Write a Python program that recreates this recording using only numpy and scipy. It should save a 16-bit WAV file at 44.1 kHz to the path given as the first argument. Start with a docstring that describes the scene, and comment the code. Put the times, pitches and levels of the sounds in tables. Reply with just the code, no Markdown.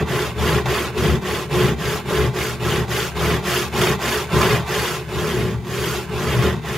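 """Chisel on a diamond plate

At a workbench, close to the microphone, a steel chisel is pushed and pulled along a coarse diamond plate
on a hollow box. The edge snaps over thousands of grits a second, the more the faster it moves, and nearly
rests at each turn. One stream of random snaps rings the plate and the blade (coloured noise tails, narrow
rings) and, harder on the push, drums the box and the bench (tuned modes). A short, dull room surrounds it."""
import sys
import numpy as np
from scipy import signal
from scipy.fft import rfft, irfft
from scipy.io import wavfile
from scipy.ndimage import uniform_filter1d

SR = 44100
rng = np.random.default_rng(int(sys.argv[2]) if len(sys.argv) > 2 else 0)


def persist_wave(psi):
    """Save psi, clipped to +-1, as 16-bit WAV."""
    counts = np.round(np.clip(psi, -1, 1) * 32767).astype(np.int16)
    wavfile.write(sys.argv[1], SR, np.atleast_2d(counts).T)


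N = 298645
T = np.arange(N) / SR


def undb(db):
    """Turn decibels into gain."""
    return 10 ** (np.asarray(db) / 20)


def unit(x):
    """Scale to rms 1."""
    return x / np.sqrt(np.mean(x ** 2))


def gains(points):
    """Draw a gain curve over all frequencies through (f/Hz, level/dB) points, straight in log frequency."""
    hz, db = np.transpose(points)
    bins_hz = np.fft.rfftfreq(N, 1 / SR)
    return undb(np.interp(np.log(bins_hz + 1), np.log(hz), db))


def colour(x, points):
    """Filter with a smooth spectrum."""
    return irfft(rfft(x) * gains(points), N)


def ring(snaps, modes):
    """Drive sharply tuned modes; each snap lands elsewhere and pushes each mode in its own sense."""
    out = 0
    for hz, width, db in modes:
        b, a = signal.iirpeak(hz, hz / width, fs=SR)
        kicks = snaps * rng.choice([-1, 1], N)
        once = signal.lfilter(b, a, kicks)
        twice = signal.lfilter(b, a, once)  # steeper skirts around the mode
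        out = out + undb(db) * twice
    return unit(out)


def tail(t60, size=4096):
    """Answer like countless overlapping modes: noise of unit energy that decays 60 dB in t60 seconds."""
    decay = np.exp(-np.log(1000) * np.arange(size) / SR / t60)
    h = rng.standard_normal(size) * decay
    return h / np.sqrt(np.sum(h ** 2))


def along_plate(x, place, t60, count=18):
    """Give each spot of the plate its own tail, so the timbre shifts as the edge travels."""
    out = 0
    for k in range(count):
        distance = abs(place * (count - 1) - k)  # in spots
        nearness = np.cos(np.pi / 2 * np.clip(distance, 0, 1))
        out = out + signal.oaconvolve(x * nearness, tail(t60))[:N]
    return out


def drive(pushing, pressure_db, place, speed, push_db, pull_db, far_db, pressure_power, speed_power):
    """Set the gain of one part by the hand's direction, pressure, place and speed."""
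    direction_db = pushing * push_db + (1 - pushing) * pull_db
    db = direction_db + far_db * (place - .5) + pressure_power * pressure_db
    return undb(db) * speed ** speed_power


# Strokes along the plate, push and pull in turn, each ending where the next begins:
# start t/s, pressure level/dB, pressure rise over the stroke/dB, extra blade hiss level/dB,
# extra box and bench thrum level/dB
HAND_STROKES = [(-.25, 2.5, 3, -5, 8.5), (0.048, -0.5, -4.5, -2.5, .5), (.347, 2, 1.5, -1, 0.5),
                (0.638, 1.5, -5, -3, 1), (.93, -0.5, -1, -0.5, 1.5), (1.203, -2.5, -2, -1, 0.5),
                (1.485, 1.5, -3, -1, 1), (1.759, -2.5, 3, 0, 1.5), (2.038, -1.5, 0.5, .5, 0),
                (2.318, -3.5, -6, 2, 0), (2.588, 0.2, -3.5, 0, -1.5), (2.866, -2, -5.5, 2.5, -0.5),
                (3.137, 1.6, -1, -1, -.5), (3.42, 0.5, -6, 2.5, 0), (3.708, 3, -1.5, 1.5, -1),
                (3.98, 1, -4.5, 0.5, -1), (4.282, 4.5, -3.5, -1.5, -1.5), (4.645, -0.5, -8.5, 1, -1.5),
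                (5.057, -4.5, -10.5, 1, -0.5), (5.617, -4.5, 7, 2.5, .5), (6.076, -2.2, -4, -.5, -1),
                (6.612, -5.5, -9, -1.5, -1)]
LAST_TURN_S = 7.0
REGRIP_S = 0.065  # the hand changes its grip over this time at each turn


def stroke(creep, hold):
    """Move the hand: stroke count, place (0 near, 1 far) and speed, steady mid-stroke, never quite nil."""
    turns = [row[0] for row in HAND_STROKES] + [LAST_TURN_S]
    progress = np.interp(T, turns, np.arange(len(turns)))
    angle = np.pi * progress
    pace = np.tanh(hold * np.sin(angle)) / np.tanh(hold)
    place = (1 - np.cos(angle)) / 2
    return progress, place, np.hypot(pace, creep)


def grip(progress):
    """Set direction (1 push, 0 pull), pressure, hiss and thrum anew at each turn; pressure ramps between."""
    number = np.minimum(progress.astype(int), len(HAND_STROKES) - 1)
    _, pressure_db, rise_db, hiss_db, thrum_db = np.array(HAND_STROKES)[number].T
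    pushing = 1. - number % 2
    ramped_db = pressure_db + rise_db * (progress - number - .5)
    held = np.array([pushing, ramped_db, hiss_db, thrum_db])
    return uniform_filter1d(held, int(REGRIP_S * SR), axis=1)


def grit(speed, snaps_per_s, size_db, catch_per_s, catch_db):
    """Snap the edge over single diamonds; the snaps swell where it catches and slips. Rates at speed 1."""
    hit = rng.random(N) < snaps_per_s * speed / SR
    spread = np.clip(rng.standard_normal(N), -2, 2)
    sizes = rng.choice([-1, 1], N) * undb(size_db * spread)
    travel = np.cumsum(speed) / SR
    catches = np.interp(travel * catch_per_s, np.arange(N), rng.standard_normal(N))
    # the root of speed evens out the loudness, so that each part can follow speed in its own way
    return unit(hit * sizes * undb(catch_db * catches) / np.sqrt(speed))


# Moments when the edge digs in: t/s, time for the dB change to ebb to 1/e/s, extra rasp level/dB,
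# extra push on box and bench level/dB
EDGE_DIGS = [(0.656, 0.013, 8.5, -2), (0.976, 0.013, 4.5, 3), (1.114, .02, -1, 2.5), (2.096, 0.011, 4, 6),
             (2.235, 0.011, -1, 9), (3.162, 0.013, 5.5, 1), (3.813, 0.0092, 5, 9), (4.31, 0.063, 0.5, 5),
             (4.411, .01, 5.5, 2), (5, 0.0073, 0, 9.5), (6.423, 0.072, 4.5, 6)]


def digs():
    """Gains of rasp and push: they jump when the edge digs in and ebb as the steel shears off."""
    total_db = 0
    for start, length, *db in EDGE_DIGS:
        since = np.maximum(T - start, 0)
        ebb = (T >= start) * np.exp(-(since / length) ** 2)
        total_db = total_db + np.outer(db, ebb)
    return undb(total_db)


# Slow modes of the workbench: f/Hz, width of one filter pass/Hz, relative level/dB
BENCH_MODES = [(72, 15.6, -1.6), (103, 16, -16), (119.15, 12.1, 2), (131.8, 13, -0.3), (156.9, 20, -1),
               (190.8, 18.8, -2.5), (229.7, 13.6, -5.5)]
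# How the bench answers the hand: push and pull level/dB, near-to-far gain/dB, powers of pressure and speed
BENCH_ANSWER = dict(push_db=-21.5, pull_db=-27.5, far_db=4, pressure_power=0.27, speed_power=0.47)


def bench_thrum(push, hand):
    """The heavy bench under the box hums in its low modes and follows speed the least."""
    return ring(push, BENCH_MODES) * drive(*hand, **BENCH_ANSWER)


# Modes of the hollow box: f/Hz, width of one filter pass/Hz, relative level/dB
BOX_MODES = [(272.5, 31, -13.5), (328.5, 34, -9.5), (361, 17, 0.2), (374.2, 17, -0.5), (404.8, 26, -6),
             (426.9, 22, .5), (465.2, 50, -11), (538.5, 55, -16.5), (603, 25, -15)]
# How the box answers the hand: push and pull level/dB, near-to-far gain/dB, powers of pressure and speed
BOX_ANSWER = dict(push_db=-22, pull_db=-25.5, far_db=1, pressure_power=0.38, speed_power=0.97)


def box_drum(push, hand):
    """The hollow box under the plate drums in its own modes, harder on the push."""
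    return ring(push, BOX_MODES) * drive(*hand, **BOX_ANSWER)


# Colour of the plate: f/Hz, relative level/dB
PLATE_COLOUR = [(250, -39), (480, 0.9), (650, -0.5), (780, -0.5), (920, -2), (1070, -0.4), (1500, -3),
                (1900, -3.5), (2250, -5.8), (3000, -8.5), (3650, -12), (4200, -19), (9000, -44)]
# Narrow rings of the plate: f/Hz, width of one filter pass/Hz, relative level/dB
PLATE_MODES = [(688, 20, -3.5), (843.5, 44, -0.5), (1041, 51, 2.5), (1094, 26, 0.5), (1165.5, 19, 2),
               (1203, 17, -5.5), (1342, 13, -7.5), (1341, 32, -9.5), (1930, 44, -3.5)]
# How the plate answers the hand: push and pull level/dB, near-to-far gain/dB, powers of pressure and speed
PLATE_ANSWER = dict(push_db=-21.5, pull_db=-22.5, far_db=0.5, pressure_power=0.84, speed_power=0.95)


def plate_rasp(rasp, place, hand):
    """The plate rasps with a tail that changes from spot to spot, plus a few narrow rings."""
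    struck = along_plate(rasp, place, t60=0.055) + 0.81 * rasp
    body = undb(-4.5) * unit(colour(struck, PLATE_COLOUR))
    rings = undb(-10.5) * ring(rasp, PLATE_MODES)
    return (body + rings) * drive(*hand, **PLATE_ANSWER)


# Colour of the blade: f/Hz, relative level/dB
BLADE_COLOUR = [(700, -23), (1500, 1.5), (2250, -1.3), (3100, 1.8), (3650, -1.1), (4100, -4.5),
                (4800, -1.2), (5900, -5), (6700, -2.5), (7800, -8), (9300, -10), (11800, -7), (13500, -12),
                (15700, -16.5)]
# How the blade answers the hand: push and pull level/dB, near-to-far gain/dB, powers of pressure and speed
BLADE_ANSWER = dict(push_db=-31, pull_db=-29, far_db=-0.2, pressure_power=1, speed_power=1.5)


def blade_hiss(rasp, place, hand, hiss_db):
    """The fist damps the light blade, so its hiss is drier than the rasp; it follows speed the most."""
    struck = along_plate(rasp, place, t60=0.047) + 1.17 * rasp
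    hiss = unit(colour(struck, BLADE_COLOUR))
    return hiss * undb(hiss_db) * drive(*hand, **BLADE_ANSWER)


# Balance at the close microphone: f/Hz, left minus right level/dB
LEFT_OVER_RIGHT = [(60, 4), (120, 3), (220, -0.5), (700, -.8), (1400, -2), (2500, -2.5), (3500, -.5),
                   (4600, 3), (5900, 5.5), (7000, 2.5), (9000, 0.5), (15000, 1.8)]
# Scatter at the close microphone: f/Hz, scattered over direct level/dB
SCATTER = [(50, -8), (130, -12), (350, -20.5), (700, -18.5), (1400, -17), (2800, -9), (5500, -5),
           (10000, -3), (15000, -5)]


def microphone(x, place, scatter_t60):
    """Add to the direct sound what bench and moving arm scatter, opposite in sense left and right."""
    side = colour(along_plate(x, place, scatter_t60), SCATTER)
    lean = np.sqrt(gains(LEFT_OVER_RIGHT))
    return irfft(rfft([x + side, x - side]) * np.array([lean, 1 / lean]), N)


def workshop(x, wet_db, t60):
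    """Short, dull reverberation, unrelated left and right; it lingers into each turn."""
    wet = np.array([signal.oaconvolve(x, tail(t60, size=16384))[:N] for _ in range(2)])
    dull = signal.butter(1, 5000, fs=SR, output="sos")
    return undb(wet_db) * signal.sosfilt(dull, wet)


# Colour of the quiet workshop air: f/Hz, relative level/dB
AIR_COLOUR = [(20, -2), (40, -1), (100, -9), (300, -16), (1500, -16), (15000, -32)]


def workshop_air():
    """A faint, steady noise bed, weighted to the lows and unrelated left and right."""
    return undb(-48) * unit(colour(rng.standard_normal((2, N)), AIR_COLOUR))


def scene():
    """One stream of snaps drives bench, box, plate and blade; the lighter the part, the more it follows speed."""
    progress, place, speed = stroke(creep=.19, hold=.8)
    pushing, pressure_db, hiss_db, thrum_db = grip(progress)
    hand = pushing, pressure_db, place, speed
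    snaps = grit(speed, snaps_per_s=16000, size_db=3.5, catch_per_s=1000, catch_db=1.24)
    rasp, push = snaps * digs()
    thrum = (bench_thrum(push, hand) + box_drum(push, hand)) * undb(thrum_db)
    scrape = thrum + plate_rasp(rasp, place, hand) + blade_hiss(rasp, place, hand, hiss_db)
    close = microphone(scrape, place, scatter_t60=0.053)
    room = workshop(scrape, wet_db=-16, t60=0.36)
    return close + room + workshop_air()


def record(dry):
    """The recorder cuts the top steeply above 15650 Hz."""
    return signal.sosfilt(signal.ellip(10, .1, 80, 15650, fs=SR, output="sos"), dry)


dry = scene()
out = record(dry)
persist_wave(out)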